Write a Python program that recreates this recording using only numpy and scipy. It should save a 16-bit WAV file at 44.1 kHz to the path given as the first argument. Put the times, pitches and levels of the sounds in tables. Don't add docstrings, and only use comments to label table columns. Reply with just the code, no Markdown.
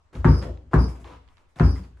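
import sys
import numpy as np
from scipy import signal
from scipy.fft import rfft, irfft
from scipy.io import wavfile
from scipy.ndimage import uniform_filter1d

SR = 44100
rng = np.random.default_rng(int(sys.argv[2]) if len(sys.argv) > 2 else 0)


def digitize_waveform(pressure):
    field = np.atleast_2d(pressure).T
    bounded = np.clip(field, -1, 1)
    quanta = np.round(bounded * 32767).astype(np.int16)
    wavfile.write(sys.argv[1], SR, quanta)


def volts_from_db(level):
    exponent = np.asarray(level, float) / 20
    return 10 ** exponent


N = 88200
WAVER = 0.8


def evened(x):
    return x / np.sqrt(np.mean(x ** 2) + 1e-20)


def read(points, hz):
    f, value = np.transpose(points)
    return np.interp(np.log(hz + 1), np.log(f + 1), value)


def add(mix, s, sound):
    part = mix[..., round(s * SR):][..., :sound.shape[-1]]
    part += sound[..., :part.shape[-1]]


def colour(points):
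    gain = np.log(volts_from_db(read(points, abs(np.fft.fftfreq(4096, 1 / SR)))))
    taps = np.fft.ifft(np.exp(np.conj(signal.hilbert(gain)))).real[:2048]
    return taps / np.linalg.norm(taps)


def pair(size, shape, order=512):
    # frequency in Hz, likeness from 0 to 1.
    likeness = [(60, 0.75), (130, 0.66), (270, 0.98), (570, 0.54), (1220, 0.37), (2590, 0.32), (5500, 0.28),
                (11700, 0.46)]
    hz = np.fft.rfftfreq(order, 1 / SR)[:, None]
    t = np.arange(size * 4 // order + 5) * order / 4 / SR
    a, b, c, d = rng.standard_normal((len(t), len(hz), 4)).T
    same = np.clip(read(likeness, hz), -1, 1)
    left = a + 1j * b
    right = same * left + np.sqrt(1 - same ** 2) * (c + 1j * d)
    spectrum = np.array([left, right]) * shape(hz, t)
    return signal.istft(spectrum, nperseg=order, noverlap=order * 3 // 4)[1][:, :size]


def room(x, wet_db):
    # frequency in Hz, time to fall 60 dB in seconds.
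    fading = [(200, 0.44), (500, 0.44), (1000, 0.43), (2000, 0.31), (4000, 0.51), (10000, 0.34)]
    tail = pair(SR // 2, lambda hz, t: volts_from_db(-60 * t / read(fading, hz)))
    tail = tail * np.minimum(np.arange(SR // 2) / SR / 0.0027, 1)
    wet = signal.fftconvolve(x[None], tail / np.linalg.norm(tail[0]), axes=1)
    return volts_from_db(wet_db) * wet + np.pad(x, (0, wet.shape[1] - len(x)))


def ring(hz, db, swell, t60, waver=0):
    t, knots = np.arange(SR * 3 // 4) / SR, np.arange(0, 1, 0.025)
    shape = np.sin(np.pi / 2 * np.minimum(t / swell, 1)) * volts_from_db(db - 60 * np.maximum(t - swell, 0) / t60)
    wander = rng.standard_normal(len(knots)) * np.minimum(knots / 0.032, 1)
    broken = 1 + waver * np.interp(t, knots, wander)
    return shape * broken * np.sin(2 * np.pi * hz * t)


def hush():
    # frequency in Hz, level in dB.
    tone = [(25, -4), (70, -1.5), (130, -21), (200, -21.5), (400, -25), (1200, -28), (4000, -41.5),
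            (9000, -50), (11000, -62.5)]
    patch_db = 2.5

    def shape(hz, t):
        patches = rng.standard_normal((len(hz), len(t)))
        patches = uniform_filter1d(patches, size=30, axis=0)
        patches = uniform_filter1d(patches, size=8, axis=1)
        return volts_from_db(read(tone, hz) + patch_db * evened(patches))

    return volts_from_db(-60.5) * evened(pair(N, shape, order=2048))


def click(db):
    # frequency in Hz, level in dB.
    crackle = [(500, -14), (1000, 0), (3000, -3), (4500, -8), (7000, -26), (12000, -50)]
    length = 0.004
    t = np.arange(0, 2 * length, 1 / SR)
    grit = rng.standard_normal((3, len(t))) * np.exp(-2 * t / length)
    return volts_from_db(db + 5.5) * signal.fftconvolve(grit[0] + grit[1:], colour(crackle)[None], axes=1)


def rub(length, db, bright, sharp, wet_db):
    # frequency in Hz, level in dB.
    dull = [(100, -20), (300, 19), (600, 4), (1000, -11.5), (2000, -29), (4000, -37.5), (11000, -70)]
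    grain_db = 1.2
    t = np.arange(0, length, 1 / SR)
    strength = np.repeat(rng.exponential(1, len(t)), 60)[:len(t)]
    grains = rng.standard_normal(len(t)) * volts_from_db(grain_db * strength)
    shape = np.minimum(t / 0.0037, 1) * (1 - (t / length) ** 3)
    points = sorted(dull + [(f, read(dull, f)) for f, _ in sharp])
    blend = [(f, (1 - bright) * d + bright * read(sharp, f)) for f, d in points]
    return room(volts_from_db(db) * signal.fftconvolve(evened(grains) * shape, colour(blend)), wet_db)


def knock(hz, db, swell, t60):
    spread = 0.07 * min(1, 2000 / hz)
    cluster = hz * (1 + spread * rng.uniform(-1, 1, 4))
    return room(sum(ring(f, db - 6, swell, min(t60, 0.2), WAVER) for f in cluster), -8)


def boom(second_db, third_db, fourth_db, upper_db):
    # frequency in Hz, level in dB, arrival in seconds,
    # swell in seconds, time to fall 60 dB in seconds.
    low_notes = [(60.1, -10, 0.0196, 0.034, 0.39), (85.15, -14, 0.0087, 0.066, 0.34),
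                 (113, -12, 0.008, 0.018, 0.35), (154.4, -9.5, 0.0027, 0.011, .22),
                 (244.4, -14.5, 0.0021, 0.0054, 0.26), (262, -24.5, 0.0017, 0.05, 0.33),
                 (362.5, -24, 0.0013, 0.015, 0.24), (73.5, -36.5, 0.0454, 0.11, 0.39),
                 (139.2, -21.5, 0.004, 0.053, 0.36), (194.2, -26.5, 0.0064, 0.06, 0.4),
                 (284.2, -29.5, .004, 0.024, 0.46), (427.7, -32, 0.00316, .02, 0.32)]
    spot_db, spot_detune = 1.5, 0.03
    out, spot = np.zeros(SR), rng.uniform(-1, 1, (len(low_notes), 2))
    spot[:4] = 0
    more = np.array([0, second_db, third_db, fourth_db] + [upper_db] * (len(low_notes) - 4))
    more = more + spot_db * spot[:, 0]
    for k, (hz, db, wait, swell, t60) in enumerate(low_notes):
        note_hz = hz * (1 + spot_detune * spot[k, 1])
        add(out, max(wait, 0), ring(note_hz, db + more[k], swell, t60, WAVER * (k > 3)))
    return out


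def buzz(level_db, wait, hold):
    # frequency in Hz, width in Hz, level in dB.
    high_notes = [(4530, 40, -7.5), (4820, 33, -5), (4950, 30, 1), (5096, 44, -3.5), (5230, 26, 2),
                  (5270, 30, -7), (5500, 30, -9.5), (5930, 37, -7), (4980, 340, 4.5), (5250, 700, 1.5),
                  (9520, 830, -4.5), (12650, 250, -28)]
    rise_s, t60_s, ticks_per_s, alike = 0.027, 0.28, 1800, -0.11
    t = np.arange(SR // 2) / SR
    hits = rng.random(len(t)) < ticks_per_s / SR
    ticks = rng.standard_normal((2, len(t))) * (0.096 + 3 * hits)
    ticks = ticks + alike * ticks[::-1]
    out = 0
    for hz, width, db in high_notes:
        turn, r = np.exp(2j * np.pi * hz * t), np.exp(-np.pi * width / SR)
        note = turn * signal.lfilter([1], np.convolve([1, -r], [1, -r]), ticks / turn)
        out = out + volts_from_db(db) * evened(note.real)
    steady = out / np.sqrt(uniform_filter1d((out ** 2).mean(0), size=1500))
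    late = np.maximum(t - wait - rise_s - hold, 0)
    return steady * np.clip((t - wait) / rise_s, 0, 1) * volts_from_db(level_db - 60 * late / t60_s)


def bounce(slap_db, echo_db, echo_s, hard, spot, rattle):
    # frequency in Hz, level in dB.
    ball_notes = [(870, -29.5), (925, -22), (1010, -21), (1085, -20), (1150, -32.5), (1270, -32),
                  (1380, -30), (1500, -22.5), (1600, -22.5)]
    # frequency in Hz, level in dB.
    slap = [(120, -51.5), (300, 9.5), (600, -6), (1200, -2.5), (2000, -17), (3000, -31), (6000, -39),
            (11000, -58)]
    # frequency in Hz, level in dB.
    tick_colour = [(300, -24.5), (700, 2.5), (1200, 8.5), (1700, 2.5), (2500, -26.5), (5000, -37.5),
                   (11000, -43)]
    tilt_db = 52.5 * (hard - 1)
    ball = 0
    for hz, db in ball_notes:
        note_db = db - 30.5 + tilt_db * np.log2(hz / 1150)
        ball = ball + ring(hz * rng.uniform(0.98, 1.02), note_db, 0.00035, 0.2, WAVER)
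    skin = ball.copy()
    add(skin, 0, colour([(f * hard, db) for f, db in slap]))
    tick = volts_from_db(slap_db + 7.5) * colour([(f * hard, db) for f, db in tick_colour])
    out = np.zeros((2, SR)) + boom(*spot)
    add(out, 0, room(volts_from_db(slap_db - 2.0) * skin, 18.5))
    add(out, 0, volts_from_db(slap_db + 14.5) * ball[None])
    add(out, 0.0003, tick[None])
    add(out, echo_s, volts_from_db(echo_db) * tick[None])
    add(out, 0, buzz(*rattle))
    return out


def scene():
    mix = hush()

    # start in seconds, level in dB.
    clicks = [(.153, -50), (0.4168, -49), (0.4251, -47), (.574, -63), (1.5967, -40), (1.0435, -54.5),
              (1.2775, -64.5), (1.2869, -63), (1.37, -61.5), (1.56, -61), (1.381, -61)]
    for s, db in clicks:
        add(mix, s, click(db))

    # start in seconds, length in seconds, level in dB,
    # brightness from 0 to 1.
    rubs = [(0.092, 0.069, -76, 0.2), (0.127, 0.099, -51.5, 0.65), (0.147, 0.031, -46, 0.59),
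            (0.376, 0.025, -56.5, 1.0), (.413, 0.034, -43, 0.58), (0.423, 0.029, -40.5, 0.65),
            (0.447, 0.032, -38.5, 0.3), (0.711, 0.042, -49.5, 0.5), (0.735, 0.011, -44.5, 0.91),
            (0.879, 0.051, -56.5, 0.97), (0.949, 0.032, -55, 0.7), (0.997, 0.044, -63, 0.95),
            (1.042, 0.12, -53, 0.6), (1.278, 0.0026, -58.5, 0.6), (1.292, 0.14, -77, .9),
            (1.369, 0.0072, -64.5, 0.66), (1.39, 0.046, -68, 0.7), (1.485, 0.049, -77.5, 1),
            (1.556, 0.16, -52, 0.69), (1.586, 0.0037, -34.5, 0.7), (1.746, 0.06, -56, 0.89),
            (1.827, 0.037, -59.5, 0.74), (1.966, 0.042, -69.5, 0.8)]
    # frequency in Hz, level in dB.
    bright_colour = [(100, -35.5), (300, -9), (1000, -6.5), (2000, -6), (4000, -19.5), (7000, -13),
                     (11000, -19)]
    for s, *row in rubs:
        add(mix, s, rub(*row, bright_colour, 0))

    # start in seconds, length in seconds, level in dB.
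    scuffs = [(0.141, 0.025, -59), (0.42, .04, -51.5), (0.72, 0.018, -53.5), (1.011, 0.0142, -62),
              (1.044, .15, -53), (1.274, 0.08, -68), (1.368, 0.038, -65), (1.437, 0.019, -71.5),
              (1.495, 0.025, -79), (1.756, 0.043, -56.5), (1.833, .03, -63)]
    # frequency in Hz, level in dB.
    scuff_colour = [(300, -31), (700, -9.5), (1000, 6.5), (1500, -4.5), (2600, -8.5), (4000, -14),
                    (5500, -20.5), (10000, -32)]
    for s, *row in scuffs:
        add(mix, s, rub(*row, 0.89, scuff_colour, -3.5))

    # start in seconds, frequency in Hz, level in dB,
    # swell in seconds, time to fall 60 dB in seconds.
    knocks = [(0.575, 3500, -63.5, .0003, 0.004), (0.49, 670, -43, 0.0009, 0.081),
              (1.6, 630, -47, 0.0047, 0.03), (.45, 545, -35, .006, 0.12), (0.4, 400, -38, 0.0023, 0.059),
              (1.044, 880, -51, 0.004, 0.15), (1.084, 1010, -52, 0.008, 0.2),
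              (0.98, 650, -56.5, 0.015, 0.12), (0.8, 210, -35.5, 0.013, 0.24),
              (1.075, 680, -60, 0.01, 0.16), (1.8, 310, -53, 0.0092, 0.44),
              (1.76, 2050, -49.5, 0.0019, 0.063), (1.832, 4600, -64.5, 0.006, 0.06),
              (1.917, 2600, -79, 0.015, 0.14), (1.973, 1450, -57, 0.00071, 0.0067),
              (1.9836, 1500, -76, 0.0011, 0.033), (1.1, 1500, -66, 0.0006, 0.02)]
    for s, *row in knocks:
        add(mix, s, knock(*row))

    # start in
    # seconds, frequency in Hz, # level in dB, swell in seconds, time to fall 60 dB in seconds.
    pings = [(.256, 915, -26, 0.014, 0.17), (.262, 1150, -31.5, .01, 0.12),
             (.2456, 1650, -36.5, .003, 0.13), (.735, 710, -36, .004, 0.11),
             (.735, 1200, -34.5, .003, 0.075), (1.6, 700, -30, 0.01, .15), (1.6, 1010, -34, .004, 0.14),
             (1.6, 1390, -34, .004, .15), (1.15, 1010, -57, .006, .12), (1.049, 400, -47, .006, .08),
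             (.93, 410, -48, .01, .15), (1.78, 180, -41.5, 0.023, 0.25), (.45, 680, -38.5, 0.0025, 0.054),
             (0.5, 350, -36, .003, 0.094), (.74, 1700, -32, 0.0025, .1), (1.602, 1550, -31.5, .003, 0.09),
             (1.85, 250, -49, 0.011, 0.13)]
    for s, *row in pings:
        add(mix, s, ring(*row, WAVER / 2)[None])

    # start in seconds, level under a bounce in dB,
    # level of the upper low notes in dB.
    thuds = [(0.119, -30, -19), (0.145, -13, -14), (0.45, -17, -10), (0.628, -34.5, -10), (1, -32, -8),
             (1.112, -34.5, -6), (1.303, -57.5, -18), (1.441, -59.5, -3), (1.556, -33.5, -3.5),
             (1.898, -34.5, -10.5)]
    for s, db, upper_db in thuds:
        add(mix, s, volts_from_db(db) * boom(-1.3, upper_db, upper_db, upper_db)[None])

    # start in seconds, slap level in dB, wall echo level in dB, wall echo delay in
    # seconds, hardness as a factor on the pitch of the slap.
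    bounces = [
        (0.2451, -7, -9, 0.0072, 1.117),
        (0.7337, -7.5, 1.5, 0.0061, 1.007),
        (1.598, -11, -14.5, 0.0069, 1.13),
    ]
    # second, third, fourth and upper notes, all in dB.
    spots = [(-0.5, -0.5, 1, -1), (-8, -5, -1.5, -2), (-0.5, -4.5, 0, -3.5)]
    # level in dB, wait in seconds, hold in seconds.
    rattles = [(-48.5, 0.023, 0.099), (-47.5, 0.038, .05), (-50, 0.022, 0.077)]
    for (s, *row), spot, rattle in zip(bounces, spots, rattles):
        add(mix, s, bounce(*row, spot, rattle))
    return mix


def band_limit(x):
    return signal.sosfilt(signal.butter(12, 15800, fs=SR, output="sos"), x)


def record(dry):
    # frequency in Hz, left over right in dB.
    lean = [(60, 1), (110, 1.5), (190, 0.5), (350, 1.5), (620, 4), (1120, 2), (2010, -0.5), (3620, -2.5),
            (6500, -2.5), (11700, 3.5)]
    # frequency in Hz, level in dB.
    side_lift = [(2000, 2.5), (6000, 2), (10000, 5), (13000, 13), (15500, 16)]
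    side_edge_hz, mid_edge_hz = 15800, 11700
    hz = np.fft.rfftfreq(N, 1 / SR)
    left, right = rfft(dry) * volts_from_db(np.outer([0.5, -0.5], read(lean, hz)))
    mid = (left + right) / 2 / (1 + (hz / mid_edge_hz) ** 60)
    side = (left - right) / 2 * (hz < side_edge_hz) * volts_from_db(read(side_lift, hz))
    return band_limit(irfft([mid + side, mid - side], N))


dry = scene()
out = record(dry)
digitize_waveform(out)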